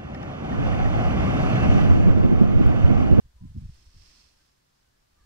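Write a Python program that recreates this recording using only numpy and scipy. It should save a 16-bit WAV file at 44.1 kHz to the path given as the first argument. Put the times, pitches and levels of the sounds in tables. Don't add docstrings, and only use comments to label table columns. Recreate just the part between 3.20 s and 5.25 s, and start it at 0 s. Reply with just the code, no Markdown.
import sys
import numpy as np
from scipy import signal
from scipy.fft import rfft, irfft
from scipy.io import wavfile

SR = 44100
rng = np.random.default_rng(int(sys.argv[2]) if len(sys.argv) > 2 else 0)


def dump(signal):
    limited = np.clip(np.atleast_2d(signal).T, -1, 1)
    pcm = np.round(limited * 32767).astype(np.int16)
    wavfile.write(sys.argv[1], SR, pcm)


N = 90404
TIME_S, BIN_HZ = np.arange(N) / SR, np.arange(N // 2 + 1) * SR / N


def undb(db):
    return 10 ** (np.asarray(db) / 20)


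def unit(x):
    return x / np.sqrt(np.mean(x ** 2) + 1e-30)


def curve(rows):
    return np.interp(TIME_S, *np.array(rows).T)


def over_bins(points):
    hz, value = np.array(points).T
    return np.interp(np.log(BIN_HZ + 1), np.log(hz), value)


def filtered(x, response):
    return irfft(rfft(x) * response, N)


def colour(x, points):
    return unit(filtered(x, undb(over_bins(points))))


def wander(rate_hz):
    return unit(filtered(rng.standard_normal(N), np.exp(-(BIN_HZ / rate_hz) ** 2) * (BIN_HZ > 0)))


def barb_rubs(rubs_per_s=6200, scatter_db=2.5):
    sizes = undb(scatter_db * np.minimum(rng.exponential(size=N), 4))
    signs = rng.choice([-1, 1], N)
    return sizes * signs * (rng.random(N) < rubs_per_s / SR)


def rubs_at_ports(shared_below_hz=1400, left_lag_s=.0006):
    shared = .85 * np.exp(-(BIN_HZ / shared_below_hz) ** 2)
    delay = np.exp(-2j * np.pi * BIN_HZ * left_lag_s)
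    right = barb_rubs()
    left = filtered(right, shared * delay) + filtered(barb_rubs(), np.sqrt(1 - shared ** 2))
    return np.array([left, right])


# time_s, level_db
SHIVER_LEVEL = [(0, -96), (.33, -76), (.39, -69.5), (.5, -68), (.54, -62.5), (.62, -63.5), (.72, -63.5),
                (.78, -60), (.84, -56), (.93, -57), (1.02, -58), (1.1, -63), (1.18, -70), (1.27, -69.5),
                (1.42, -81), (1.6, -75.5), (1.72, -87), (2.05, -87)]
# frequency_hz, gain_db
HISS_LEFT = [(150, -2), (330, -3), (520, -12), (1000, -9), (1600, -14), (1880, -5), (2150, -9.5),
             (2750, -10), (3180, -1), (3600, -5), (4250, -9), (5200, -5), (5750, 0), (6900, -9),
             (8600, -12), (10000, -22), (15000, -27)]
HISS_RIGHT = [(150, -8), (330, -8), (520, -16), (800, -15.5), (980, -9), (1600, -14), (2350, -12),
              (2650, -4), (3050, -16), (3800, -11), (4350, -1.5), (4720, -5.5), (5050, 1), (5360, -.5),
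              (5650, -5), (6700, -16), (8400, -17.5), (9600, -23), (15000, -33)]


def feather_shiver(quiver_hz=24.76, quiver_depth=0.079, left_db=-5, right_db=-0.5):
    cycles = np.cumsum(quiver_hz * (1 + 0.09 * wander(6))) / SR
    quiver = 1 + quiver_depth * np.sin(2 * np.pi * cycles)
    flicker_db = -0.36 * wander(70)
    effort = undb(curve(SHIVER_LEVEL) + flicker_db) * quiver
    left, right = rubs_at_ports()
    left = colour(left, HISS_LEFT) * undb(left_db)
    right = colour(right, HISS_RIGHT) * undb(right_db)
    return effort * np.array([left, right])


# time_s, level_db
BRUSH_LEVEL = [(0, -76), (.15, -83), (.17, -72.5), (.21, -76), (.28, -71.5), (.34, -72), (.4, -69),
               (.56, -69), (.72, -74), (1.0, -76), (1.25, -73.5), (1.4, -85), (1.9, -85), (2.05, -77)]
# frequency_hz, gain_db
BRUSH_SPECTRUM = [(200, 4), (500, 5.5), (900, 4), (1600, 3), (3200, 4), (6500, 0.5), (8700, 0), (11000, -8),
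                  (15500, -13)]


def plumage_brush():
    strokes = undb(curve(BRUSH_LEVEL) + 1.1 * wander(36))
    return strokes * colour(rubs_at_ports(), BRUSH_SPECTRUM)


# middle_s, length_s, level_db, upper_edge_hz
WIND_PUFFS = [(0.057, 0.026, -49.5, 114), (0.161, 0.021, -53, 87), (0.22, 0.023, -42.5, 163),
              (0.248, 0.028, -39.5, 215), (0.289, 0.1, -45, 113), (.316, 0.026, -50, 161),
              (0.364, 0.03, -37.5, 233), (0.379, 0.03, -33.5, 168), (0.428, 0.064, -41.5, 205),
              (0.457, 0.03, -38, 112.4), (0.495, 0.018, -40.5, 130), (0.586, 0.11, -59, 84),
              (0.679, 0.043, -51, 78), (0.744, 0.016, -59.5, 170), (0.762, 0.048, -50.5, 70),
              (0.81, 0.057, -54, 78)]
# time_s, level_db
BREEZE_LEVEL = [(0, -64), (.2, -55), (.5, -47.5), (.7, -64), (.85, -59), (1.05, -67.5), (1.25, -74),
                (1.5, -82.5), (1.75, -70.5), (1.95, -75), (2.0, -57), (2.05, -65)]
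# frequency_hz, gain_db
BREEZE_SPECTRUM = [(15, 2.5), (30, 3.5), (70, 5), (120, -26), (200, -40.5), (400, -45), (1000, -100)]


def wind_on_microphone(low_hz=21.2, top_hz=303, edge_order=4.45, left_lag_s=.0005, left_cutoff_hz=350):
    breeze = undb(curve(BREEZE_LEVEL))
    flow = breeze * colour(rng.standard_normal(N), BREEZE_SPECTRUM)
    low_cut = BIN_HZ ** 2 / (BIN_HZ ** 2 + low_hz ** 2)
    top_cut = 1 / np.sqrt(1 + (BIN_HZ / top_hz) ** 10)
    for middle_s, length_s, level_db, upper_edge_hz in WIND_PUFFS:
        swell = np.exp(-8 * ((TIME_S - middle_s) / length_s) ** 2)
        band = low_cut / np.sqrt(1 + (BIN_HZ / upper_edge_hz) ** (2 * edge_order))
        swirl = filtered(rng.standard_normal(N), band)
        eddy = filtered(swell * swirl, top_cut)
        flow += unit(eddy) * undb(level_db) * np.sqrt(length_s * SR / N)
    delay = np.exp(-2j * np.pi * BIN_HZ * left_lag_s)
    left = filtered(flow, delay / (1 + 1j * BIN_HZ / left_cutoff_hz))
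    unshared_rumble = breeze * undb(-25) * colour(rng.standard_normal((2, N)), BREEZE_SPECTRUM)
    return np.array([left, flow]) + unshared_rumble


# start_s, length_s, pitch_hz, glide_ratio, pitch_scatter_ratio, level_db, left_over_right_db
FOWL_NOTES = [(0.169, 0.059, 990, -0.02, .008, -75, -6), (0.192, 0.11, 1007, 0.035, 0.03, -78.5, 6.5),
              (1.18, .06, 1542, 0.04, 0.015, -79, 3.5), (1.639, 0.06, 1540, -0.017, 0.0087, -81.5, -12),
              (1.703, 0.13, 1700, 0.0036, 0.0068, -83.5, -11), (1.951, .11, 1210, -0.037, 0.041, -73.5, 1),
              (1.975, 0.087, 1700, -0.046, 0.049, -79, -9), (1.995, 0.059, 4480, -0.013, 0.0068, -82, 5)]


def far_fowl(echo_db=-9, yard_t60_s=0.31):
    direct = np.zeros((2, N))
    for start_s, length_s, pitch_hz, glide, scatter, level_db, left_over_right_db in FOWL_NOTES:
        progress = np.clip((TIME_S - start_s) / length_s, 0, 1)
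        wavering_hz = pitch_hz * (1 + glide * progress + scatter * wander(110))
        swell = np.sqrt(np.abs(np.sin(np.pi * progress)))
        note = swell * np.sin(2 * np.pi * np.cumsum(wavering_hz) / SR)
        pan = undb([[left_over_right_db / 2], [-left_over_right_db / 2]])
        direct += note * undb(level_db) * pan
    tail = rng.standard_normal((2, N)) * np.exp(-np.log(1000) * TIME_S / yard_t60_s)
    echo = signal.fftconvolve(direct, unit(tail) / np.sqrt(N), axes=1)[:, :N]
    return direct + undb(echo_db) * echo


# frequency_hz, gain_db
AIR_SPECTRUM = [(30, 9), (120, 13), (250, 5), (450, 4.5), (800, 3), (1300, 0.5), (1700, 0.5), (2400, -4),
                (5000, -3), (8000, -8.5), (11000, -12.5), (15500, -13.5)]
# frequency_hz, correlation
AIR_CORRELATION = [(60, 1), (200, 0.55), (450, -0.7), (700, -0.55), (1100, -0.12), (4000, 0.029)]


def outdoor_air(level_db=-69):
    correlation = np.clip(over_bins(AIR_CORRELATION), -1, 1)
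    mid = filtered(rng.standard_normal(N), np.sqrt(1 + correlation))
    side = filtered(rng.standard_normal(N), np.sqrt(1 - correlation))
    air = colour(np.array([mid + side, mid - side]), AIR_SPECTRUM)
    return air * undb(level_db + 0.27 * wander(24))


def scene():
    return feather_shiver() + plumage_brush() + wind_on_microphone() + far_fowl() + outdoor_air()


def record(dry):
    top_hz = 15650
    return signal.sosfilt(signal.ellip(10, .2, 70, top_hz, fs=SR, output="sos"), dry)


dry = scene()
out = record(dry)
dump(out)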